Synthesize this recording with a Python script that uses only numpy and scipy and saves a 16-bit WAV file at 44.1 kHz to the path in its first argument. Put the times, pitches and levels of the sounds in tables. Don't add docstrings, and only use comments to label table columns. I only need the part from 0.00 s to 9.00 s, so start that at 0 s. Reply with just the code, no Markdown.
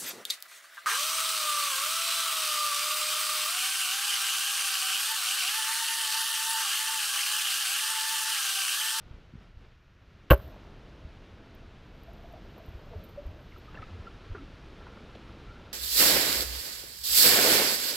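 import sys
import numpy as np
from scipy import signal
from scipy.fft import rfft, irfft
from scipy.io import wavfile
from scipy.ndimage import uniform_filter1d

SR = 44100
rng = np.random.default_rng(int(sys.argv[2]) if len(sys.argv) > 2 else 0)


def gain_from_db(level_db):
    decades = np.asarray(level_db, float) / 20
    return 10 ** decades


def wrap_up_sound(samples):
    columns = np.atleast_2d(samples).T
    tamed = np.clip(columns, -1, 1)
    steps = np.round(tamed * 32767).astype(np.int16)
    wavfile.write(sys.argv[1], SR, steps)


N = 396900
T = np.arange(N) / SR
MOTOR_ON_S = .859

# freq_hz, level_db (per Hz)
RUB_COLOUR = [(70, -38), (150, -11.5), (400, -2), (900, -11.5), (1500, -17), (16000, -62)]
RUSTLE_COLOUR = [(300, -35), (1500, -7.5), (3500, -3.5), (7000, -8), (11000, -13), (16000, -18)]
CRINKLE_COLOUR = [(2000, -21), (6000, -1), (10000, -2), (16000, -15)]
# start_s, length_s, rub_db, rustle_db, crinkle_db
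HAND_STROKES = [
    (-.02, 0.059, -49, -55, -39.5),
    (0.031, 0.087, -48.5, -40.5, -50),
    (0.122, 0.094, -50, -55, -60),
    (0.247, 0.037, -62, -53, -60),
    (0.289, 0.052, -70, -45.5, -50),
    (0.475, .11, -84, -55, -57),
    (0.618, 0.036, -82, -67, -59),
    (0.726, 0.039, -82, -60, -72),
    (.83, .05, -66, -62, -77),
]
# rub_db, rustle_db, crinkle_db
RESTING_DB = (-84, -58.5, -68)
# time_s, pitch_hz, level_db
SQUEAK_GLIDE = [
    (.058, 11000, -62),
    (.066, 12900, -42),
    (.078, 13400, -42),
    (.095, 12800, -36),
    (.104, 13200, -60),
]
# freq_hz, likeness (0-1)
SIDE_LIKENESS = [(60, 1.0), (110, .99), (200, .96), (380, .97), (700, .975), (1290, 0.99), (2380, 0.91),
                 (4400, 0.9), (8120, 0.95), (15000, 0.94)]
# freq_hz, level_db (per Hz)
HISS_COLOUR = [(24, -68), (40, -42), (193, -36), (400, -10.5), (464, -23), (659, -6), (935, -7.5),
               (1290, 3.5), (2030, 1.5), (2480, -6), (3800, -5), (6260, -23), (15800, -15)]
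# pitch_hz, level_db
APPLIANCE_HUM = [(576, -76.5), (662, -74), (1319, -95), (1981, -68)]
# start_s, peak_db, ring_share (0 dry tick, 1 all ring)
KNOB_CLICKS = [
    (.2522, -11, .65),
    (.3013, -9, .65),
    (.3048, -8, .65),
    (.3075, -23, .6),
    (.3098, -19, .8),
    (.404, -38, .1),
    (.4246, -23, .05),
    (.4565, -42, .3),
    (.513, -37, .3),
    (.7475, -38, .3),
]
# pitch_hz, level_db, t60_s
KNOB_MODES = [(3500, -4, .02), (3750, -1, .03), (4100, -4, .022), (4450, -4, .025), (4700, -3, .025),
              (5500, -8, .01), (6420, -6, .012), (7550, -7, .012), (9800, -12, .006), (11700, -7, .014),
              (13900, -9, .005)]
# start_s, peak_db
JAR_KNOCKS = [(.456, -44), (.515, -42), (.643, -44), (.7705, -35), (.7775, -31), (.8595, -18), (.8655, -17),
              (.874, -21), (.8855, -18), (.898, -22), (.907, -24), (.916, -20), (.925, -22), (.934, -20),
              (.944, -20), (.957, -29), (.975, -30)]
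# pitch_hz, level_db, t60_s
BASE_MODES = [(1050, -11, .04), (1130, -5, .05), (1220, 0, .09), (1380, -1, .05), (1590, 0, .07),
              (1720, -4, .04), (2100, -17, .05)]
# time_s, blade_pass_hz
MOTOR_LOAD = [(.861, 666), (1.304, 640), (1.349, 605), (1.689, 569), (1.897, 678), (2.222, 655),
              (2.42, 611), (3.459, 611), (3.46, 755), (4.25, 861), (4.749, 757), (4.895, 771), (5.079, 917),
              (6.93, 895), (6.995, 792), (7.407, 884), (8.284, 888), (9, 897)]
# release_s, drag_hz, length_s
BRAKING_LUMPS = [(1.779, 107, .091), (2.75, 15, .31), (2.745, 34, .07), (3.24, -14, .07),
                 (3.888, 119, .099), (4.41, 65, .34), (5.255, 280, .12), (5.315, 150, .06),
                 (5.457, 272, .097), (5.657, 45, .09), (6.111, 53, .122), (6.389, 39, .09),
                 (6.585, 45, .05), (6.695, 200, .08), (7.158, 56, .04), (7.528, 165, .106),
                 (7.69, 208, .088), (7.992, 44, .044), (8.225, 25, .108), (8.725, 113, .417)]
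# multiple (of blade pass), slow_db, fast_db
WHINE_ORDERS = [(3, -58, -60), (4, -59, -56), (5, -53, -62), (6, -52, -57), (8, -52, -59), (10, -62, -54),
                (14, -63, -53), (16, -59, -55.5), (20, -61, -64), (24, -55, -70)]
# pitch_hz, level_db
FIRST_RESPONSE = [(350, -68), (430, -51), (560, -56.5), (605, -50), (700, -54.5), (862, -54), (888, -41.5),
                  (920, -47)]
OCTAVE_RESPONSE = [(800, -56), (1040, -51), (1090, -37.5), (1190, -38.5), (1218, -50), (1280, -43.5),
                   (1500, -48.5), (1800, -46)]
# pitch_hz, width_hz, lift_db
OCTAVE_RING = [(1203, 37, 8.5)]
# pitch_hz, width_hz, lift_db
TWELFTH_RING = [(10780, 260, 28.7)]
# pitch_hz, width_hz, lift_db
CASING_RINGS = [(1580, 150, 15), (4000, 200, 11), (4900, 200, 6.5), (14800, 900, 7)]
# freq_hz, level_db (per Hz)
SLOW_ROAR = [(24, -66), (40, -32.5), (311, -29.5), (513, -24), (627, -28), (747, -20), (959, -15.5),
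             (1170, -1.5), (1750, -12), (2480, -3.5), (3110, -4), (4520, -5), (6920, -9), (8240, -6),
             (15800, -15.5)]
FAST_ROAR = [(24, -67), (40, -37), (311, -33), (500, -28.5), (959, -18.5), (1110, -9), (1360, -9),
             (1620, -6.5), (2190, -5), (3030, -2), (3700, -6.5), (4410, -5), (6920, -8.5), (9340, -6.5),
             (15800, -17.5)]
# pitch_hz, width_hz, lift_db
JAR_RINGS = [(920, 60, 3), (1135, 35, 6), (1197, 28, 7), (1325, 80, 5), (1440, 35, 4), (1570, 55, 6),
             (1800, 60, 3), (2780, 90, 2), (2880, 50, 2), (3080, 130, 4), (3640, 70, 3), (4030, 120, 2),
             (4550, 400, 2), (6050, 500, 2), (8350, 500, 3)]
# freq_hz, level_db
MIC_RESPONSE = [(20, 0), (15740, 0), (15830, -46), (16950, -48), (17000, -90)]


def evened(x):
    return x / np.sqrt(np.mean(x ** 2) + 1e-20)


def read(points, hz):
    f, value = np.transpose(points)
    return np.interp(np.log(hz + 1), np.log(f + 1), value)


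def columns(rows, t=T):
    s, *rest = np.transpose(rows)
    return [np.interp(t, s, c) for c in rest]


def smooth_twice(x, size):
    return uniform_filter1d(uniform_filter1d(x, size), size)


def drift(smooth_s):
    return evened(smooth_twice(rng.standard_normal(N), max(int(smooth_s * SR), 1)))


def noise(colour_db, patchy_db, gust_db, count=N):
    frames = count // 256 + 5
    hz = np.fft.rfftfreq(1024, 1 / SR)[:, None]
    a, b, c, d, patches = rng.standard_normal((frames, 513, 5)).T
    patches = uniform_filter1d(patches, size=14, axis=0)
    patches = evened(uniform_filter1d(patches, size=12, axis=1))
    gusts = evened(uniform_filter1d(rng.standard_normal(frames), size=8))
    same = np.clip(read(SIDE_LIKENESS, hz), -1, .996)
    left = a + 1j * b
    right = same * left + np.sqrt(1 - same ** 2) * (c + 1j * d)
    level_db = colour_db(hz, np.arange(frames) * 256 / SR) + patchy_db * patches + gust_db * gusts
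    spectra = np.array([left, right]) * gain_from_db(level_db)
    sound = signal.istft(spectra, nperseg=1024, noverlap=768)[1][:, :count]
    return np.pad(evened(sound), ((0, 0), (0, N - count)))


def ring(modes, scrape, scrape_s):
    t = T[:6000]
    x = sum(gain_from_db(db - 60 * t / t60) * np.sin(2 * np.pi * hz * t) for hz, db, t60 in modes)
    x = signal.fftconvolve(x, scrape * gain_from_db(-60 * T[:len(scrape)] / scrape_s))
    return x / abs(x).max()


def add(mix, s, sound):
    part = mix[round(s * SR):][:len(sound)]
    part += sound[:len(part)]


def high_pass(x, hz):
    return signal.sosfilt(signal.butter(4, hz, "high", fs=SR, output="sos"), x)


def humps(modes, hz):
    return sum(db / (1 + (2 * (hz - f) / width) ** 2) for f, width, db in modes)


def filtered(x, colour_db):
    return irfft(rfft(x) * gain_from_db(colour_db(np.fft.rfftfreq(N, 1 / SR))), N)


def strokes():
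    touch_s, lift_s = 0.014, .018
    power = gain_from_db(RESTING_DB)[:, None] ** 2 * np.ones(N)
    for s, length, *layers_db in HAND_STROKES:
        landing = np.clip((T - s) / touch_s, 0, 1)
        shape = landing * np.exp(-np.maximum(T - s - length, 0) / lift_s)
        power = power + (gain_from_db(layers_db)[:, None] * shape) ** 2
    return np.sqrt(power)


def hand():
    skin = np.zeros((2, N))
    for colour, gain in zip((RUB_COLOUR, RUSTLE_COLOUR, CRINKLE_COLOUR), strokes()):
        skin += gain * noise(lambda hz, t: read(colour, hz), patchy_db=2.5, gust_db=2.0, count=SR)
    hz, db = columns(SQUEAK_GLIDE)
    sounding = (T > SQUEAK_GLIDE[0][0]) & (T < SQUEAK_GLIDE[-1][0])
    squeak = np.sqrt(2) * gain_from_db(db) * sounding * np.sin(2 * np.pi * np.cumsum(hz) / SR)
    return skin * (T < MOTOR_ON_S) + squeak


def kitchen():
    hum = sum(np.sqrt(2) * gain_from_db(db) * np.sin(2 * np.pi * hz * T) for hz, db in APPLIANCE_HUM)
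    hiss = noise(lambda hz, t: read(HISS_COLOUR, hz), patchy_db=1.8, gust_db=1.2, count=SR)
    return hum + gain_from_db(-55.5) * hiss


def knob():
    out = np.zeros(N)
    for s, db, share in KNOB_CLICKS:
        scrape = rng.standard_normal(800)
        share = np.clip(share, 0, 1)
        tick = scrape * gain_from_db(-60 * T[:800] / .005)
        add(out, s, gain_from_db(db) * share * ring(KNOB_MODES, scrape, scrape_s=.003))
        add(out, s, gain_from_db(db) * (1 - share) * tick)
    return high_pass(high_pass(out, hz=3200), hz=3200)


def knocks():
    out = np.zeros(N)
    soft = np.clip(T[:1500] / .0015, 0, 1)
    for s, db in JAR_KNOCKS:
        scrape = rng.standard_normal(1500) * soft
        detune = 1 + 0.027 * rng.standard_normal(len(BASE_MODES))
        modes = [(hz * d, level, t60) for (hz, level, t60), d in zip(BASE_MODES, detune)]
        add(out, s, gain_from_db(db) * ring(modes, scrape, scrape_s=.008))
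    return high_pass(out, hz=1050)


def speed_hz(t=T):
    inertia_s, grip_s, lead_s = .071, .02, .01
    ms = np.arange(0, N / SR + 1, .001)
    pull = columns(MOTOR_LOAD, ms)[0] * (ms > MOTOR_ON_S - lead_s)
    for end, drag_hz, length in BRAKING_LUMPS:
        grab = np.clip((ms - end + length) / grip_s, 0, 1)
        release = np.clip((end - ms) / grip_s, 0, 1)
        pull = pull - drag_hz * grab * release
    keep = np.exp(-.001 / inertia_s)
    return np.interp(t, ms, signal.lfilter([1 - keep], [1, -keep], pull))


def setting(hz):
    return np.clip((hz - 670) / 90, 0, 1)


def drag(t=T):
    hz = speed_hz(t)
    return setting(hz) * (900 - hz)


def whine():
    hz = speed_hz()
    fast = setting(hz)
    creep_cycles = np.cumsum(14 * (1 + .4 * drift(.04))) / SR
    creep = uniform_filter1d(creep_cycles % 1 - .5, size=200)
    now_hz = hz * (1 + (.011 + .014 * fast) * creep + .003 * drift(.004))
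    turns = np.cumsum(now_hz) / SR
    ringing_hz = uniform_filter1d(now_hz, size=600)
    rise = uniform_filter1d(np.gradient(hz) * SR, size=1500)
    pull_db = np.clip(rise / 150, -6, 5)

    first_db = read(FIRST_RESPONSE, ringing_hz) + 2.0 * drift(0.011) + 2.5 * fast * drift(.03)
    octave_db = read(OCTAVE_RESPONSE, 2 * ringing_hz) + 1.8 * drift(0.0043)
    octave_db += humps(OCTAVE_RING, 2 * ringing_hz) * np.clip(1 - pull_db, 0, 1)
    twelfth_db = -70 + humps(TWELFTH_RING, 12 * ringing_hz) + 2.9 * drift(0.011)
    rows = [(1, first_db), (2, octave_db), (12, twelfth_db)]
    flutter = drift(.02)
    for order, slow_db, fast_db in WHINE_ORDERS:
        db = (1 - fast) * slow_db + fast * (fast_db + pull_db)
        db += (1 - fast) * humps(CASING_RINGS, order * hz)
        db += (3 + .5 * fast) * np.roll(flutter, rng.integers(N))
        rows.append((order, db))
    tones = sum(gain_from_db(db) * np.sin(2 * np.pi * (order * turns + rng.random())) for order, db in rows)
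    return np.sqrt(2) * tones * np.clip((T - MOTOR_ON_S) / 0.026, 0, 1)


def roar_colour_db(hz, t):
    speed = speed_hz(t)
    fast = setting(speed)
    gulps, splashes = evened(uniform_filter1d(rng.standard_normal((2, len(t))), size=3))
    vortex_hz = 3010 * (speed / 850) ** .4
    gulps_db = 0.5 + 0.0156 * drag(t) + 1.7 * gulps
    vortex = fast * gulps_db * np.exp(-((hz - vortex_hz) / 300) ** 2)
    hollow = fast * (7.0 + 4.1 * splashes) * np.exp(-((hz - 2.53 * speed) / 280) ** 2)
    thaw_s, rasp_hz, rasp_db = 0.44, 6100, 3
    rasp = rasp_db * np.exp(-((t - MOTOR_ON_S) / thaw_s) ** 2 - ((hz - rasp_hz) / 600) ** 2)
    churn = (1 - fast) * read(SLOW_ROAR, hz) + fast * read(FAST_ROAR, hz)
    return churn + vortex - hollow + rasp


def roar():
    chop = gain_from_db(1.0 * drift(.002))
    slurry = noise(roar_colour_db, patchy_db=1.01, gust_db=0.25)
    slurry = filtered(slurry, lambda hz: humps(JAR_RINGS, hz))
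    on = np.clip((T - MOTOR_ON_S) / 0.046, 0, 1) ** 0.38
    return on * gain_from_db(-29.8 + 0.0045 * drag()) * evened(chop * slurry)


def room(x, t60):
    t = T[:SR // 2]
    tail = rng.standard_normal((2, len(t))) * gain_from_db(-60 * t / t60) * (t > .003)
    return signal.fftconvolve(x[None], tail / np.linalg.norm(tail[0]), axes=1)[:, :N]


def scene():
    clicks = knob() + knocks()
    tones = whine()
    wet = gain_from_db(-10.5) * room(clicks, t60=0.19) + gain_from_db(-22) * room(tones, t60=0.084)
    return hand() + kitchen() + clicks + tones + wet + roar()


def roll_off(x):
    return signal.sosfilt(signal.butter(12, 16990, fs=SR, output="sos"), x)


def record(dry):
    heard = filtered(dry, lambda hz: read(MIC_RESPONSE, hz))
    return roll_off(heard)


dry = scene()
out = record(dry)
wrap_up_sound(out)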